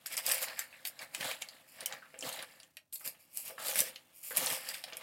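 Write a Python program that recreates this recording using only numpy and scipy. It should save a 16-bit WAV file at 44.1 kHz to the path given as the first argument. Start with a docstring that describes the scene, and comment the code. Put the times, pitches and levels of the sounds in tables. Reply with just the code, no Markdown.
"""Packing paper crackles as a parcel is pulled open and rummaged through by hand in a small furnished room.
Creases buckle with sharp snaps over swarms of tiny crinkles; broad panels flop with a dull crunch.
Sheets slide with a fine hiss and tear in dense rips.
Underneath, the hollow package rustles, bumps and answers finger taps."""
import sys
import numpy as np
from scipy import signal
from scipy.fft import rfft, irfft
from scipy.io import wavfile
from scipy.ndimage import uniform_filter1d, map_coordinates

SR = 44100
rng = np.random.default_rng(int(sys.argv[2]) if len(sys.argv) > 2 else 0)


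def digitize_waveform(pressure):
    """Quantize a signal to 16-bit integers and store it at the path in sys.argv[1].

    Rows of a 2-D input are taken as channels; values are limited to [-1, 1].
    """
    field = np.atleast_2d(pressure).T
    bounded = np.clip(field, -1, 1)
    quanta = np.round(bounded * 32767).astype(np.int16)
    wavfile.write(sys.argv[1], SR, quanta)


N = 221631
TIME = np.arange(N) / SR

# Paper treble spectrum. Each row: frequency in Hz, gain in dB.
HISS_SPECTRUM = [(3800, -40.5), (5500, -6.5), (6200, -6.5), (7500, 1.5), (8300, 1.5), (11000, 4.5),
                 (13500, 5), (16000, -5)]
# Package resonances. Each row: frequency in Hz, width in Hz, gain in dB.
PACKAGE_MODES = [(525.8, 43, 11.5), (630.3, 26.5, 4), (817, 11, 3), (1174, 19, 2)]


def from_db(db):
    """Decibels to gain."""
    return 10 ** (np.asarray(db) / 20)


def power_sum_db(gains):
    """Joint level of uncorrelated sounds."""
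    return 10 * np.log10(sum(gain ** 2 for gain in gains))


def unit_rms(x):
    """Scale to rms 1."""
    return x / np.sqrt(np.mean(x ** 2) + 1e-20)


def blend(a, b, share):
    """Equal-power mix; share is the power fraction of b."""
    return np.sqrt(1 - share) * unit_rms(a) + np.sqrt(share) * unit_rms(b)


def at_hz(points, hz):
    """Interpolate a table over log frequency."""
    known_hz, value = np.transpose(points)
    return np.interp(np.log(np.maximum(hz, 1)), np.log(known_hz), value)


def colour(x, spectrum, size=4096):
    """Minimum-phase filter from (Hz, dB) points."""
    gain = from_db(at_hz(spectrum, np.arange(size // 2 + 1) * SR / size))
    cepstrum = irfft(np.log(gain))
    cepstrum[1:size // 2] *= 2
    cepstrum[size // 2 + 1:] = 0
    return signal.fftconvolve(x, irfft(np.exp(rfft(cepstrum))))[:len(x)]


def resonance(x, hz, width_hz):
    """Two-pole resonator, peak gain 1."""
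    r = np.exp(-np.pi * width_hz / SR)
    feedback = [1, -2 * r * np.cos(2 * np.pi * hz / SR), r * r]
    return signal.lfilter(np.array([1, 0, -1]) * (1 - r * r) / 2, feedback, x)


def drift(per_s):
    """Slow random wander, rms 1."""
    knots = rng.standard_normal(N // 20)
    return unit_rms(np.interp(TIME * per_s, np.arange(len(knots)), knots))


def swell(start_s, swell_s, hold_s, fade_s):
    """Gain of one movement, full from start_s; swell_s and fade_s each span 20 dB."""
    early_s = np.maximum(start_s - TIME, 0)
    late_s = np.maximum(TIME - start_s - hold_s, 0)
    return from_db(-20 * np.minimum(early_s / swell_s + late_s / fade_s, 10))


def grains(per_s, uneven, grain_s, rub):
    """Fibre slips: short puffs of uneven size over smooth rubbing, at steady mean power."""
    born = rng.random(N) < per_s / SR
    energy = rng.exponential(1, N) ** uneven
    power = signal.lfilter([1], [1, -np.exp(-2 / (grain_s * SR))], born * energy + 1e-18)
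    power /= uniform_filter1d(power, size=1500) + 1e-12
    return np.sqrt(power + rub ** 2) * rng.standard_normal(N)


def background(level_db):
    """Faint, steady low noise."""
    # Each row: frequency in Hz, gain in dB.
    floor_spectrum = [(25, -37), (80, 17.5), (200, -2), (1500, -15), (15000, -19)]
    return from_db(level_db) * unit_rms(colour(rng.standard_normal(N), floor_spectrum))


def room_response(wall_db, tail_db, wall_s=0.0064):
    """One scattered bounce off a near surface, plus a diffuse tail that dies sooner in the treble."""
    # Each row: frequency in Hz, 60 dB decay time in seconds.
    decay_times = [(150, 0.64), (800, 0.29), (2200, 0.14), (15000, 0.091)]
    t = TIME[:SR // 2]
    hz = np.arange(len(t) // 2 + 1) * SR / len(t)
    octaves_hz = np.geomspace(125, 16000, 8)
    white = rfft(rng.standard_normal(len(t)))
    tail = 0
    for centre_hz, share in zip(octaves_hz, np.eye(len(octaves_hz))):
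        band = irfft(white * at_hz(np.c_[octaves_hz, share], hz), len(t))
        tail = tail + band * from_db(-60 * t / at_hz(decay_times, centre_hz))
    tail *= 1 - np.exp(-(t / 0.00087) ** 2)
    bounce = rng.standard_normal(len(t)) * (t > wall_s) * np.exp(-np.abs(t - wall_s) / 0.00086)
    return (from_db(tail_db) * tail / np.linalg.norm(tail)
            + from_db(wall_db) * bounce / np.linalg.norm(bounce))


def room(x, wall_db, tail_db):
    """Add echoes whose pattern shifts as the paper moves."""
    turn = 1.31 * drift(per_s=7)
    places = x * np.cos(turn), x * np.sin(turn)
    return x + sum(signal.fftconvolve(part, room_response(wall_db, tail_db))[:N] for part in places)


def close_reflections(x):
    """A hard surface and a moving fold comb the rustle."""
    # Each row: delay in seconds, wander as a fraction of it, gain in dB.
    bounces = [(.00177, 0.0028, -20.5), (0.0003475, 0.21, -10)]
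    for delay_s, wander, db in bounces:
        read_at = SR * (TIME - delay_s * (1 + wander * drift(per_s=7.1)))
        x = (x + from_db(db) * map_coordinates(x, [read_at])) / np.hypot(1, from_db(db))
    return x


def package_rustle(hollow_db):
    """Scraping paper sets the hollow package sounding."""
    # Each row: frequency in Hz, gain in dB.
    hollow_spectrum = [(330, -33.5), (430, -7.5), (520, 0.5), (700, 6), (1000, 4.5), (1350, 3),
                       (1800, -10.5)]
    scrape = grains(per_s=240, uneven=1, grain_s=0.013, rub=0.41)
    ringing = sum(from_db(db) * resonance(scrape, hz, width_hz) for hz, width_hz, db in PACKAGE_MODES)
    return from_db(hollow_db + 2.13) * unit_rms(colour(scrape + ringing, hollow_spectrum))


def package_bumps(hollow_db):
    """The soft walls shake with the rustle and thud when the hands knock them."""
    # Each row: time in seconds, relative level in dB.
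    knocks = [(0.3, -57), (1.207, -52), (1.259, -52), (1.829, -59), (2.242, -54), (2.273, -51),
              (3.08, -62.5), (3.782, -56), (3.811, -51.5), (4.397, -51), (4.437, -46.5), (4.521, -51.5)]
    # Each row: frequency in Hz, gain in dB.
    bump_spectrum = [(25, -27), (50, -31.5), (105, -9.5), (140, 1.5), (190, -2.5), (275, 1.5), (380, -7.5),
                     (520, -15)]
    shaking = from_db(-72 + 0.36 * (hollow_db + 60))   # follows 36% of the rustle's dB swing
    thuds = [from_db(db) * swell(s, swell_s=0.051, hold_s=0.00063, fade_s=0.026) for s, db in knocks]
    rumble = colour(grains(per_s=150, uneven=0.25, grain_s=0.0057, rub=0.54), bump_spectrum)
    return from_db(power_sum_db([shaking] + thuds) + 6.5) * unit_rms(rumble)


def finger_taps(contact_s):
    """A soft fingertip excites the package modes: a short hollow knock."""
    # Each row: start in seconds, level in dB.
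    taps = [(1.826, -58), (2.14, -57), (2.225, -52.5), (2.387, -56.5), (3.5, -56), (3.685, -52),
            (3.818, -50), (4.311, -53), (4.93, -56.5)]
    out, t = np.zeros(N + SR), TIME[:SR]
    push = t * np.exp(-t / contact_s)
    for start_s, level_db in taps:
        knock = sum(rng.uniform(0.33, 1) * from_db(db) * resonance(push, hz, width_hz)
                    for hz, width_hz, db in PACKAGE_MODES)
        out[int(start_s * SR):][:SR] += from_db(level_db) * knock / np.std(knock[:SR // 50])
    return out[:N]


def panel_flops(broadband, q):
    """A wide panel gives way, slower and lower than a crease."""
    # Each row: start in seconds, level in dB, pitch in Hz, energy decay time in seconds.
    flops = [(0.105, -44, 2250, 0.0046), (0.574, -47.5, 1840, 0.021), (0.727, -53, 2500, 0.011),
             (2.021, -49, 1480, 0.0078), (2.056, -56, 1800, 0.0036), (2.142, -49, 1850, 0.0046),
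             (3.009, -50, 1140, 0.0032), (3.146, -57, 2660, 0.0037), (3.498, -48, 590, 0.007),
             (3.578, -49, 1260, 0.036), (4.308, -41, 1670, 0.0056), (4.924, -45.5, 2980, 0.0081)]
    # Each row: frequency in Hz, gain in dB.
    panel_spectrum = [(150, -16.5), (420, 3.5), (540, 9), (2400, 12.5), (12000, -19.5)]
    out = np.zeros(N)
    crunch = grains(per_s=570, uneven=0.74, grain_s=0.0022, rub=0.58)
    for start_s, level_db, hz, decay_s in flops:
        part = slice(int(start_s * SR), int(start_s * SR) + SR // 10)
        panel = resonance(crunch[part], hz, hz / q) + broadband * crunch[part]
        t = TIME[:len(panel)]
        envelope = (1 - np.exp(-t / 0.00028)) * np.exp(-t / (2 * decay_s))
        out[part] += from_db(level_db) * envelope * unit_rms(colour(panel, panel_spectrum))
    return out


def hand_levels():
    """Crinkle, hiss and hollow rustle in dB: pulls, squeezes and slides over light rubbing."""
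    # Each row: time in seconds, level in dB.
    rubbing = [(0, -65.5), (0.55, -83), (0.72, -62), (1.1, -64.5), (1.56, -60.5), (1.65, -67), (1.8, -76),
               (2.1, -66), (2.52, -61), (2.64, -67.5), (2.72, -77), (2.9, -100), (3.02, -65), (3.28, -73),
               (3.95, -59.5), (4.05, -70), (5.03, -60)]
    # Each row: start of full strength, swell, hold, fade in seconds; crinkle, hiss, hollow in dB.
    strokes = [(0.06, 0.0043, 0.0067, 0.029, -45.5, -43.5, -76),
               (0.131, 0.049, 0.012, 0.039, -43, -36, -54),
               (0.175, 0.0088, 0.012, 0.041, -38.5, -33, -48.5),
               (0.283, 0.064, 0.037, 0.16, -37, -30, -46.5), (0.421, 0.023, 0.02, 0.031, -41, -29.5, -46.5),
               (0.481, 0.052, 0.026, 0.11, -47.5, -69, -52), (0.6, 0.09, 0.017, 0.075, -49, -43, -73),
               (0.856, .008, .022, 0.032, -48, -32, -75), (1.02, 0.041, 0.011, 0.043, -48, -46.5, -51),
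               (1.143, 0.024, 0.0053, 0.088, -54, -45, -58),
               (1.23, 0.065, 0.084, 0.085, -41.5, -40.5, -47.5),
               (1.418, .01, 0.0045, 0.026, -44, -39.5, -57), (1.68, 0.013, 0.1, 0.041, -67, -55, -86),
               (1.817, 0.11, 0.022, 0.026, -52, -80, -57.5), (1.928, 0.14, 0.014, 0.082, -49.5, -80, -52.5),
               (2.256, 0.044, 0.04, 0.035, -45, -44, -46.5), (2.316, 0.013, 0.039, 0.09, -47.5, -44, -55),
               (2.379, 0.07, 0.067, 0.014, -50, -67, -55), (2.928, 0.0027, 0.015, 0.057, -59, -33.5, -82),
               (2.996, 0.0046, 0.011, 0.093, -65.5, -44.5, -82),
               (3.049, 0.01, 0.029, 0.052, -48.5, -34.5, -58), (3.201, 0.019, 0.018, 0.1, -73, -56, -98),
               (3.365, 0.048, 0.035, 0.13, -55, -37.5, -70), (3.467, .05, 0.021, .06, -50, -38, -61.5),
               (3.594, 0.015, 0.028, 0.1034, -49.5, -43.5, -53), (3.661, 0.061, 0.055, 0.1, -41, -32, -50),
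               (3.776, 0.049, 0.02, 0.077, -36.5, -26, -50), (3.851, 0.067, 0.039, 0.04, -47.5, -42, -61.5),
               (4.154, 0.032, 0.099, 0.063, -77, -50.5, -94), (4.238, .015, 0.087, 0.03, -54.5, -37.5, -74),
               (4.369, 0.043, 0.18, 0.085, -40, -33, -46), (4.702, 0.21, 0.016, 0.026, -45, -40.5, -55),
               (4.738, 0.0097, 0.0095, .11, -46, -40.5, -61), (4.876, 0.019, 0.011, 0.064, -52, -58.5, -57),
               (5.016, 0.039, .035, .1, -51, -78, -54)]
    rub_db = np.interp(TIME, *np.transpose(rubbing))
    crinkle, hiss, hollow = [from_db(rub_db)], [from_db(rub_db + 1)], [from_db(rub_db - 7)]
    for start_s, swell_s, hold_s, fade_s, crinkle_db, hiss_db, hollow_db in strokes:
        effort = swell(start_s, swell_s, hold_s, fade_s)
        crinkle.append(from_db(crinkle_db) * effort)
        hiss.append(from_db(hiss_db) * effort)
        hollow.append(from_db(hollow_db) * effort)
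    return power_sum_db(crinkle), power_sum_db(hiss), power_sum_db(hollow)


def facets(low_hz, high_hz, per_s, q, count):
    """Facets of many sizes crackle independently, each at its own pitch."""
    crackle = 0
    for hz in np.geomspace(low_hz, high_hz, count):
        slips = grains(per_s, uneven=1.1, grain_s=0.0035, rub=0.2)
        crackle = crackle + resonance(slips, hz, hz / q) / np.sqrt(hz)
    return unit_rms(crackle)


def paper_rustle(crinkle_db, hiss_db):
    """Paper rubs under a light touch, crackles in a firm grip, hisses sliding, rips when pulled hard."""
    # Each row: frequency in Hz, gain in dB.
    crinkle_spectrum = [(800, -8), (1350, 5), (1800, 13), (2400, 6.5), (3300, 5), (4100, 7.5), (5000, 5.5),
                        (5800, -6.5), (7500, -39)]
    tear_spectrum = [(500, -47), (1100, -5), (1850, 9.5), (2700, 4), (3400, 5.5), (7300, 2.5),
                     (10000, -6.5)]
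    crumple_tilt = [(8000, 5), (16000, -4.5)]   # crumpling is duller than sliding
    # Broad resonances of a sliding sheet. Each row: frequency in Hz, width in Hz.
    sheet_modes = [(2400, 1340), (4750, 1770)]
    grip = np.clip((crinkle_db + 73.5) / 17, 0.1, 1)
    sliding = np.clip((hiss_db - crinkle_db + 2.5) / 14, 0, 1)
    tearing = np.clip((crinkle_db + 54) / 10, 0, 1) * sliding

    rub, fine_rub = rng.standard_normal((2, N))
    crackle = unit_rms(grains(per_s=190, uneven=0.63, grain_s=0.0037, rub=0.65))
    crackle += 1.5 * facets(1350, 6500, per_s=100, q=4.8, count=12)
    fibres = unit_rms(grains(per_s=260, uneven=1, grain_s=0.001, rub=0.4))
    fibres += 0.6 * facets(6500, 14000, per_s=70, q=12, count=7)
    rip, fine_rip = [grains(per_s=600, uneven=0.7, grain_s=0.0012, rub=0.6) for _ in range(2)]

    sheet = sum(resonance(resonance(rub, hz, width_hz), hz, width_hz) for hz, width_hz in sheet_modes)
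    crinkle = colour(blend(rub, crackle, grip), crinkle_spectrum)
    middle = blend(blend(crinkle, sheet, sliding ** 2), colour(rip, tear_spectrum), tearing)
    crumple = colour(colour(blend(fine_rub, fibres, grip), HISS_SPECTRUM), crumple_tilt)
    treble = blend(crumple, colour(fine_rip, HISS_SPECTRUM), sliding ** 0.9)
    rustle = from_db(crinkle_db - 0.3) * middle + from_db(hiss_db - 7) * treble
    return rustle - (1 - tearing) * resonance(rustle, hz=6080, width_hz=610)   # tearing fills the notch


def crease_spectrum(spectrum, corner_hz, db_per_octave):
    """One crease's own weak resonances: random ripple, plus a slope above corner_hz."""
    hz = np.geomspace(200, 16000, 60)
    ripple_db = 3.8 * rng.standard_normal(len(hz))
    slope_db = db_per_octave * np.maximum(np.log2(hz / corner_hz), 0)
    return np.c_[hz, at_hz(spectrum, hz) + ripple_db + slope_db]


def crease_snaps(ring_s, broadband, q, size=2048):
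    """A crease buckles with a bright crack; the facet beside it rings for a few cycles."""
    # Each row: start in seconds, ring level in dB, pitch in Hz, crack level in dB, crack top in Hz.
    snaps = [(0.0603, -44.5, 4800, -39.5, 14000), (0.0672, -56, 4770, -38.5, 13000),
             (0.1684, -50.5, 5070, -34, 8900), (0.1763, -38, 5270, -34.5, 14000),
             (0.2635, -36.5, 4660, -28.5, 15000), (0.2905, -52, 3580, -31, 13000),
             (0.3141, -32.5, 5640, -29, 12800), (0.3196, -54, 2290, -26.5, 13000),
             (0.3441, -57, 4870, -32, 12000), (0.3805, -42.5, 2330, -40.5, 13000),
             (0.4282, -41, 2970, -36, 11000), (0.4828, -45, 4360, -51, 12000),
             (0.591, -38.5, 1820, -31.5, 12700), (0.8513, -37, 2900, -41, 15000),
             (0.991, -45, 2320, -53, 10000), (1.1475, -36, 2300, -37.5, 8800),
             (1.2085, -37, 2320, -46, 10900), (1.244, -43, 3400, -41.5, 8000),
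             (1.313, -39, 2420, -47, 12000), (1.4205, -39.5, 2400, -40, 8300),
             (1.487, -46, 5050, -52, 11000), (1.806, -48, 4400, -42.5, 10400),
             (1.8592, -39.5, 2900, -30, 15000), (1.924, -41, 1550, -46.5, 7100),
             (2.189, -60, 2470, -43.5, 9300), (2.208, -57, 5250, -43, 8160),
             (2.225, -41.5, 3150, -47, 9000), (2.2905, -45, 2950, -39.5, 12000),
             (2.327, -46, 4400, -43.5, 10000), (2.391, -42, 2200, -56, 7000),
             (2.425, -51, 1635, -44, 11100), (2.6, -53.5, 4340, -56, 10600),
             (2.631, -57, 3250, -56.5, 8300), (2.769, -47, 2660, -49.5, 11600),
             (2.926, -54.5, 4700, -47, 14700), (2.9565, -49.5, 4400, -42.5, 14100),
             (3.0753, -45.5, 5270, -36, 13000), (3.3717, -48.5, 4930, -33, 13900),
             (3.683, -40.5, 4280, -35, 12000), (3.7565, -35.5, 1660, -32, 13100),
             (3.7899, -33.5, 4050, -26.5, 14000), (3.8035, -37.5, 5370, -23, 11600),
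             (3.959, -44, 3440, -60, 13000), (4.3639, -44, 2516, -35, 9050),
             (4.3703, -37, 2670, -23, 13000), (4.3762, -38, 2580, -30, 14000),
             (4.461, -59, 1680, -31, 10300), (4.4688, -33.5, 4630, -51, 8050),
             (4.5014, -40, 2360, -35.5, 12000), (4.5253, -46, 2530, -37, 12000),
             (4.6881, -37.5, 4800, -37, 14100), (4.7416, -41, 2360, -47, 11100),
             (4.839, -39, 4400, -46.5, 9700), (4.9324, -45.5, 4230, -61, 7000),
             (4.9688, -48, 2170, -39, 12000)]
    # Direct path and nearby surfaces. Each row: delay in seconds, gain in dB.
    arrivals = [(0, -4), (.0012, 0), (.0022, -11)]
    # Each row: frequency in Hz, gain in dB.
    facet_spectrum = [(200, -32), (450, -17.5), (560, 2), (1100, -8.5), (2200, 2), (5000, 0.5),
                      (6000, -3.5), (8000, -17.5)]
    out, t = np.zeros(N + size), TIME[:size]
    crack_s, settle_s = 0.00028, 0.0045
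    span = np.sqrt(0.0048 * SR)   # unit energy to unit rms over 4.8 ms
    rise = 1 - np.exp(-t / 0.00034)
    pulses = sum(from_db(db) * np.exp(-((t - delay_s) / crack_s - 1) ** 2) for delay_s, db in arrivals)
    settling = from_db(-17) * rise * np.exp(-t / settle_s)
    noises = rng.standard_normal((len(snaps), 2, size))
    for (start_s, ring_db, hz, crack_db, top_hz), (ring_noise, crack_noise) in zip(snaps, noises):
        push = ring_noise * rise * np.exp(-t / ring_s)
        facet = resonance(push, hz, hz / q) + broadband * push
        ring = colour(facet, crease_spectrum(facet_spectrum, hz, db_per_octave=2.5))
        dryness = np.clip((crack_db - ring_db) / 13, 0, 1.4)
        burst = np.tanh(crack_noise) * np.hypot(pulses, settling * (2 - dryness))
        crack = colour(burst, crease_spectrum(HISS_SPECTRUM, top_hz, db_per_octave=-47.5))
        at = int(start_s * SR)
        out[at:at + size] += span * from_db(ring_db + 1.15) * ring / np.linalg.norm(ring)
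        out[at:at + size] += span * from_db(crack_db) * crack / np.linalg.norm(crack)
    return out[:N]


def scene():
    """Paper and package in the room, over a faint background; mono."""
    crinkle_db, hiss_db, hollow_db = hand_levels()
    creases = crease_snaps(ring_s=0.0027, broadband=0.26, q=4.5)
    panels = panel_flops(broadband=0.23, q=4.5)
    transients = room(creases + panels + finger_taps(contact_s=0.00023), wall_db=-13, tail_db=-4.5)
    paper = room(close_reflections(paper_rustle(crinkle_db, hiss_db)), wall_db=-14.5, tail_db=-16.5)
    package = package_rustle(hollow_db) + package_bumps(hollow_db)
    return (transients + paper + package + background(level_db=-86.5))[None]


def record(dry):
    """Steep low-pass."""
    cutoff_hz = 15950
    return signal.sosfilt(signal.ellip(10, 0.1, 70, cutoff_hz, fs=SR, output="sos"), dry)


dry = scene()
out = record(dry)
digitize_waveform(out)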